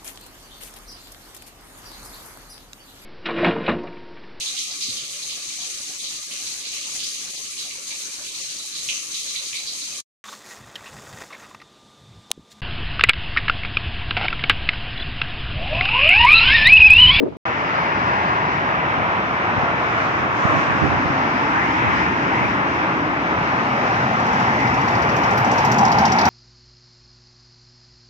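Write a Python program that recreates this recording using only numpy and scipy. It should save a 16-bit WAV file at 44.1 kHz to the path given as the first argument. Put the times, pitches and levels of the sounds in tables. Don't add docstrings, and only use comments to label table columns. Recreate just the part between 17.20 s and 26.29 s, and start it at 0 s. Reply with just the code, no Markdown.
import sys
import numpy as np
from scipy import signal
from scipy.fft import rfft, irfft, next_fast_len
from scipy.io import wavfile
from scipy.ndimage import uniform_filter1d, map_coordinates

SR = 44100
rng = np.random.default_rng(int(sys.argv[2]) if len(sys.argv) > 2 else 0)


def digitize_waveform(pressure):
    field = np.atleast_2d(pressure).T
    bounded = np.clip(field, -1, 1)
    quanta = np.round(bounded * 32767).astype(np.int16)
    wavfile.write(sys.argv[1], SR, quanta)


def undo_db(level):
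    steps = np.asarray(level, float) / 20
    return 10 ** steps


N = 400869


def unit(x):
    return x / np.sqrt(np.mean(np.abs(x) ** 2) + 1e-20)


def along(points, hz):
    f, v = np.transpose(points)
    return np.interp(np.log(hz + 1), np.log(f + 1), v)


def curves(rows, t):
    s, *cols = np.transpose(rows)
    return [np.interp(t, s, c) for c in cols]


def wobble(t, rate):
    return map_coordinates(rng.standard_normal(150), t[None] * rate)


def coloured(spectrum, size, channels=2):
    m = next_fast_len(size + 8192)
    gain = undo_db(along(spectrum, np.fft.rfftfreq(m, 1 / SR)))
    noise = irfft(rfft(rng.standard_normal((channels, m))) * gain, m)
    return unit(noise[:, :size])


def ports(x, pan_db, late_s):
    late = round(late_s * SR)
    left = np.pad(x, (late, 0))[:len(x)]
    return np.array([left * undo_db(pan_db / 2), x * undo_db(-pan_db / 2)])


def band(shape, db):
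    return shape / shape.mean(0) * undo_db(2 * db)


def spectrum_power(spectrum, hz):
    return undo_db(2 * along(spectrum, hz))


def hump(hz, centre_hz, width):
    return np.exp(-(np.log((hz + 1) / centre_hz) / width) ** 2)


# [from t/s, to t/s]
CUT_S = (.1699, .2538)
# [t/s, left level/dB, right level/dB, flap level/dB]
GUST_LEVELS = [(0, -11.5, -15, -42), (.02, -17.5, -24.5, -34), (.04, -17, -18.5, -35.5),
               (.07, -22, -20.5, -40), (.1, -29, -43.5, -51), (.125, -46, -27, -37), (.15, -58, -48, -44),
               (.168, -30, -37, -46)]
# [f/Hz, level/dB]
GUST_SPECTRUM = [(24, -79), (40, -33.5), (200, -19.5), (284, -1.5), (329, -6), (466, -6.5), (514, -21.5),
                 (568, -11.5), (888, -33), (8070, -91), (15000, -76)]
# [f/Hz, level/dB]
FLAP_SPECTRUM = [(100, -62), (500, -5), (900, -3), (1400, -11.5), (2000, -24), (6000, -120)]
# [f/Hz, level/dB]
QUIET_SPECTRUM = [(24, -46), (40, 2), (233, 3.5), (443, -20), (1570, -27), (2170, -18), (4790, -34),
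                  (8270, -50), (15000, -63.5)]


def opening():
    t = np.arange(round(CUT_S[0] * SR)) / SR
    size = len(t)
    left_db, right_db, flap_db = curves(GUST_LEVELS, t)
    lumps = np.array([wobble(t, rate=136), wobble(t, rate=75)])
    gust = undo_db([left_db, right_db]) * unit(undo_db(2.5 * lumps) * coloured(GUST_SPECTRUM, size))
    flap = undo_db(flap_db) * unit(undo_db(5.2 * lumps) * coloured(FLAP_SPECTRUM, size))
    floor = undo_db(-38) * coloured(QUIET_SPECTRUM, size)
    return np.pad(gust + flap + floor, ((0, 0), (0, N - size)))


# [t/s, engine rumble level/dB, tyre roar level/dB, tread whine level/dB, spray hiss level/dB]
TRAFFIC_LEVELS = [(.26, -34, -24.5, -25.5, -50.5), (.55, -30.5, -24.5, -23.5, -46.5),
                  (1.07, -29, -23.5, -22.5, -46.5), (1.6, -30, -23.5, -24.5, -50.5),
                  (2.4, -30, -21.5, -24.5, -49.5), (2.85, -31.5, -23, -21.5, -45.5),
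                  (3.1, -29, -25, -24.5, -49), (3.33, -34, -21.5, -22, -44.5),
                  (3.7, -28, -24.5, -22.5, -47), (3.95, -29.5, -22, -23.5, -44),
                  (4.6, -27, -29, -20, -45.5), (5.23, -27, -26.5, -22, -45), (5.84, -28, -25.5, -24.5, -49),
                  (6.7, -29.5, -23, -23, -43.5), (7.39, -26.5, -24, -22, -42.5),
                  (7.9, -25.5, -21.5, -22.5, -44), (8.5, -26, -23, -22, -41.5), (9.09, -24, -27, -20, -40)]
# [t/s, drone f/Hz, drone level/dB, hum level/dB]
DRONE_HUM = [(.26, 300, -37, -39), (2, 307, -38, -38.5), (3, 314, -33, -36), (4, 278, -30, -34.5),
             (5.2, 314, -31, -40), (6, 298, -30, -42), (7, 222, -31.5, -31), (7.4, 244, -28.5, -31),
             (8, 241, -42, -31), (8.5, 217, -25.5, -27), (9.09, 197, -28, -34.5)]
# [f/Hz, level/dB]
RUMBLE_SPECTRUM = [(20, -17.5), (70, 4), (120, -0.5), (170, 6.5), (250, 3), (400, 1), (550, -7.5),
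                   (900, -15.5), (1500, -38.5), (4000, -120)]


def engines(hz, t):
    hum_hz = 119.6
    rumble_db = curves(TRAFFIC_LEVELS, t)[0]
    drone_hz, drone_db, hum_db = curves(DRONE_HUM, t)
    rumble = band(spectrum_power(RUMBLE_SPECTRUM, hz), rumble_db + 0.51 * wobble(t, rate=9))
    drone = band(hump(hz, drone_hz, width=.15), drone_db + 0.33 * wobble(t, rate=8.3))
    hum = band(hump(hz, hum_hz, width=0.05), hum_db + 1.1 * wobble(t, rate=18))
    return rumble + drone + hum


# [t/s, tyre note f/Hz, note level/dB, slap level/dB, slap centre f/Hz]
NEARING_VEHICLE = [(5.7, 880, -45, -45, 5400), (6.6, 840, -29, -44, 5400), (7.05, 770, -25.5, -35.5, 5500),
                   (7.35, 845, -25.5, -37.5, 5170), (7.7, 850, -25.5, -32, 5400),
                   (7.95, 840, -26.5, -31, 5640), (8.2, 840, -23, -27.5, 5770),
                   (8.45, 840, -21.5, -26.5, 5650), (8.52, 844, -21.5, -21.5, 5650),
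                   (8.65, 830, -15.5, -23, 5450), (8.78, 814, -17, -16.5, 5100),
                   (8.9, 830, -18.5, -19, 5150), (9.09, 822, -18, -18, 5160)]
# [f/Hz, level/dB]
WHINE_SPECTRUM = [(200, -120), (600, -7.5), (1000, 1), (1400, 0.5), (2000, -2.5), (2600, -8), (3200, -17.5),
                  (4000, -25), (5000, -73), (9000, -120)]


def tyres(hz, t, flutter):
    roar_start_hz, roar_sag_hz_per_s = 912, 9.4
    roar_hz = roar_start_hz - roar_sag_hz_per_s * t
    roar_db, whine_db = curves(TRAFFIC_LEVELS, t)[1:3]
    note_hz, note_db = curves(NEARING_VEHICLE, t)[:2]
    roar_db = roar_db + .5 * flutter + 0.21 * wobble(t, rate=15)
    whine_db = whine_db + .5 * flutter + 0.17 * wobble(t, rate=13.0)
    roar = band(hump(hz, roar_hz, width=0.55), roar_db)
    note = band(hump(hz, note_hz, width=0.15), note_db + .5 * flutter)
    whine = band(spectrum_power(WHINE_SPECTRUM, hz), whine_db)
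    return roar + note + whine


# [loudest t/s, time to fall 6 dB t/s, note f/Hz, level/dB]
CAR_PASSES = [(.9, .4, 970, -27.5), (2, 0.21, 980, -31.5), (2.8, 0.16, 1240, -29),
              (3.35, 0.35, 1110, -26.5), (4.3, 0.29, 870, -29), (4.85, 0.88, 896, -28.5)]
# [loudest t/s, half length t/s, from f/Hz, to f/Hz, level/dB]
TYRE_SWISHES = [(4.397, 0.079, 1400, 2140, -23.5), (4.81, 0.063, 1700, 2200, -27),
                (5.195, 0.093, 1870, 2320, -27.5), (7.396, 0.15, 1800, 2180, -26.5)]


def passes(hz, t, flutter):
    power = 0
    for s, length_s, pass_hz, db in CAR_PASSES:
        u = (t - s) / length_s
        power = power + band(hump(hz, pass_hz, width=0.091), db - 6 * u ** 2 + .5 * flutter)
    for s, length_s, from_hz, to_hz, db in TYRE_SWISHES:
        u = (t - s) / length_s
        swish_hz = np.interp(u, [-1, 1], [from_hz, to_hz])
        power = power + band(hump(hz, swish_hz, width=0.12), db - 6 * u ** 2)
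    return power


# [t/s, f/Hz]
HISS_CENTRE_HZ = [(0.26, 5070), (0.62, 4830), (3.04, 5200), (3.26, 5470), (4.15, 4870), (4.27, 5200),
                  (6.25, 5030), (7.5, 5150)]
# [f/Hz, level/dB]
HISS_SPECTRUM = [(800, -120), (2000, -19.5), (3000, -12), (4200, -7.5), (5300, -5), (6200, -8.5),
                 (7200, -17), (8500, -30), (10000, -60), (14000, -120)]
# [t/s, air level/dB, sheen level/dB]
TOP_LEVELS = [(.3, -32, -30.5), (2.35, -33, -27.5), (3.1, -32.5, -28), (3.5, -29, -28.5), (5.3, -28.5, -27),
              (6, -28, -31), (7.1, -27, -23), (8.3, -23, -20.5), (9.09, -23.5, -27.5)]
# [f/Hz, level/dB]
AIR_SPECTRUM = [(3000, -120), (6000, -30), (8000, -6), (9000, -1), (10500, 1), (12000, 2.5), (13500, -13.5),
                (15500, -8.5), (17000, -41)]
# [f/Hz, level/dB]
SHEEN_SPECTRUM = [(8000, -120), (11500, -19), (13000, 0), (14000, -1), (15600, -11), (17000, -38.5)]


def hiss(hz, t, flutter):
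    tabled_centre_hz = 5300
    hiss_db = curves(TRAFFIC_LEVELS, t)[3]
    air_db, sheen_db = curves(TOP_LEVELS, t)
    shifted_hz = hz * tabled_centre_hz / curves(HISS_CENTRE_HZ, t)[0]
    spray_db = hiss_db + 0.35 * flutter + 0.8 * wobble(t, rate=12)
    air_db = hiss_db + air_db + .7 * flutter + 1.1 * wobble(t, rate=15)
    sheen_db = hiss_db + sheen_db + .7 * flutter + 1.1 * wobble(t, rate=10)
    spray = band(spectrum_power(HISS_SPECTRUM, shifted_hz), spray_db)
    air = band(spectrum_power(AIR_SPECTRUM, hz), air_db)
    sheen = band(spectrum_power(SHEEN_SPECTRUM, hz), sheen_db)
    return spray + air + sheen


# [t/s, left port delay/ms, share from one direction/0-1, left-right level/dB]
BEARINGS = [(.26, 0.39, .8, 0.5), (1, 0.43, 1, 0.6), (2, 0.33, 0.81, -0.5), (3, 0.29, 0.55, -0.5),
            (4, 0.35, 0.62, 0), (5, 0.37, 0.73, 0.3), (6, 0.3, 0.78, 0.5), (7, 0.35, 0.91, 0.6),
            (8, 0.33, 0.86, 0.3), (9.09, 0.28, 0.97, 0)]
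# [f/Hz, likeness/0-1]
PORT_LIKENESS = [(60, 1), (300, 1), (700, .99), (1100, .87), (1700, .72), (2500, .38), (3500, .15),
                 (4800, .3), (6200, .1), (14000, .05)]
# [f/Hz, share of delay/0-1]
DELAY_SHARE = [(100, 0.36), (500, 0.66), (900, 0.72), (1300, 0.8), (1800, 0.96)]
# [f/Hz, extra left-right level/dB]
PORT_TILT_DB = [(60, -1), (300, -0.5), (900, 1), (2500, 1.5), (3300, -1), (5000, 5), (9000, 1), (14000, 3)]


def at_ports(noise, hz, t):
    late_ms, direct, pan_db = curves(BEARINGS, t)
    likeness = along(PORT_LIKENESS, hz) * direct ** np.clip(hz / 900, 0, 1)
    turn = np.arccos(np.clip(likeness, 0, 1)) / 2
    mid, side = noise[0] * np.cos(turn), noise[1] * np.sin(turn)
    lag = np.exp(-1j * np.pi * hz * along(DELAY_SHARE, hz) * late_ms / 1000)
    pan_db = pan_db + along(PORT_TILT_DB, hz)
    left = (mid + side) * lag * undo_db(pan_db / 2)
    right = (mid - side) / lag * undo_db(-pan_db / 2)
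    return np.array([left, right])


def traffic():
    frame = 2048
    hz, t, noise = signal.stft(rng.standard_normal((2, N)), SR, nperseg=frame)
    hz = hz[:, None]
    flutter = wobble(t, rate=7.6)
    power = engines(hz, t) + tyres(hz, t, flutter) + hiss(hz, t, flutter) + passes(hz, t, flutter)
    patches = uniform_filter1d(rng.standard_normal(power.shape), size=14, axis=0)
    patches = unit(uniform_filter1d(patches, size=4, axis=1))
    shaped = at_ports(noise, hz, t) * np.sqrt(power) * undo_db(0.8 * patches)
    return signal.istft(shaped, SR, nperseg=frame)[1][:, :N]


# [onset t/s, peak level/dB, left-right level/dB, length t/s]
WIND_PUFFS = [(1.771, -22, 21, 0.037), (3.285, -25, -27, 0.041), (3.328, -17.5, -16, .05),
              (3.45, -22, -13, 0.11), (3.61, -16, -29, 0.038), (3.653, -25, -20, 0.024),
              (3.706, -17, -16, 0.042), (4.63, -14.5, 2, .078), (4.925, -18, -11, 0.0087),
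              (5.208, -14, -16, 0.033)]
# [f/Hz, level/dB]
BUFFET_SPECTRUM = [(20, -15), (50, -9), (110, 5.5), (250, -3.5), (450, -8), (900, -13.5), (2000, -78),
                   (5000, -120)]


def puffs():
    t = np.arange(N) / SR
    envelope = np.ones((2, N)) * undo_db(-42.0)
    for s, db, pan_db, length_s in WIND_PUFFS:
        u = np.clip((t - s) / length_s, 0, 30)
        swell = np.e * 2 * u * np.exp(-2 * u)
        rms_db = db - 11.5
        envelope = envelope + undo_db(rms_db + np.array([[pan_db], [-pan_db]]) / 2) * swell
    return envelope * coloured(BUFFET_SPECTRUM, size=N)


# [t/s, peak level/dB, port/0 left 1 right]
EDDY_THUMPS = [(2.379, -11, 0), (2.434, -12, 0), (3.253, -4.5, 1), (3.859, -11, 1), (3.903, -13, 0)]


def thumps():
    half_push_to_rebound_s = .0012
    t, out = np.arange(N) / SR, np.zeros((2, N))
    for s, db, port in EDDY_THUMPS:
        u = (t - s) / half_push_to_rebound_s
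        out[round(port)] += rng.choice([-1, 1]) * undo_db(db) * u * np.exp((1 - u * u) / 2)
    return out


def blow(t, t60_s):
    rise = 1 - np.exp(-np.abs(t) / 0.0014)
    return (t > 0) * rise * undo_db(-60 * (np.abs(t) / t60_s) ** 1.36)


# [t/s, whole turns completed]
WHEEL_TURNS = [(6.929, 0), (7.1303, 3), (7.4697, 8), (7.749, 12), (7.89, 14), (8.106, 17), (8.2448, 19),
               (8.515, 23), (8.7838, 27), (9.0523, 31)]
# [f/multiple of slap centre, level/dB]
SLAP_SPECTRUM = [(.1, -120), (.3, -33), (.65, -16), (.82, -9), (1, -5), (1.15, -9.5), (1.28, -17),
                 (1.5, -33.5), (2.3, -120)]
# [f/Hz, level/dB]
SIZZLE_SPECTRUM = [(3000, -120), (6000, -37), (8000, -6.5), (9000, -11.5), (10500, -6), (12000, -6.5),
                   (14000, -7.5), (15600, -6), (17000, -35)]


def slaps():
    left_late_s = .000363
    scatter_db, scatter_pitch_share, top_scatter_db = 1.5, .04, 3.5
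    sizzle_db, sheen_db = -23, -20.5
    t = np.arange(SR // 10) / SR
    size = len(t)
    out = np.zeros((2, N + SR))
    when_s, turns = np.transpose(WHEEL_TURNS)
    times_s = np.interp(np.arange(turns[-1] + 1), turns, when_s)
    for s, db, centre_hz in zip(times_s, *curves(NEARING_VEHICLE, times_s)[-2:]):
        luck = rng.standard_normal(7)
        centre_hz = centre_hz * np.exp(scatter_pitch_share * luck[-1])
        direct, *scatter = coloured(np.multiply(SLAP_SPECTRUM, [centre_hz, 1]), size, channels=3)
        body = ports(direct, pan_db=3, late_s=left_late_s) + 1.02 * np.array(scatter)
        sizzle = undo_db(sizzle_db) * coloured(SIZZLE_SPECTRUM, size)
        sheen = undo_db(sheen_db) * coloured(SHEEN_SPECTRUM, size)
        top = undo_db(top_scatter_db * luck[-3]) * undo_db([[2], [-2]]) * (sizzle + sheen)
        slap = blow(t, t60_s=0.063)
        rattle = undo_db(-8 + 2.6 * luck[0]) * blow(t - .0265 - 0.0022 * luck[1], t60_s=0.03)
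        late_rattle = undo_db(-11 + 1.8 * luck[2]) * blow(t - .049 - 0.0039 * luck[3], t60_s=0.029)
        shape = slap + rattle + late_rattle
        rms_db = db + scatter_db * luck[-2] - 7.5
        out[:, round(s * SR):][:, :size] += undo_db(rms_db) * shape * (body + top)
    return out[:, :N]


def scene():
    roadside = traffic() + puffs() + thumps() + slaps()
    return opening() + (np.arange(N) >= CUT_S[1] * SR) * roadside


def roll_off(x):
    return signal.sosfilt(signal.butter(12, 15750, fs=SR, output="sos"), x)


def record(dry):
    low_cut = signal.butter(N=3, Wn=66, btype="high", fs=SR, output="sos")
    t = np.arange(N) / SR
    audible = (t < CUT_S[0]) | (t >= CUT_S[1])
    mix = signal.sosfilt(low_cut, dry) * audible
    return roll_off(mix)


dry = scene()
out = record(dry)
digitize_waveform(out)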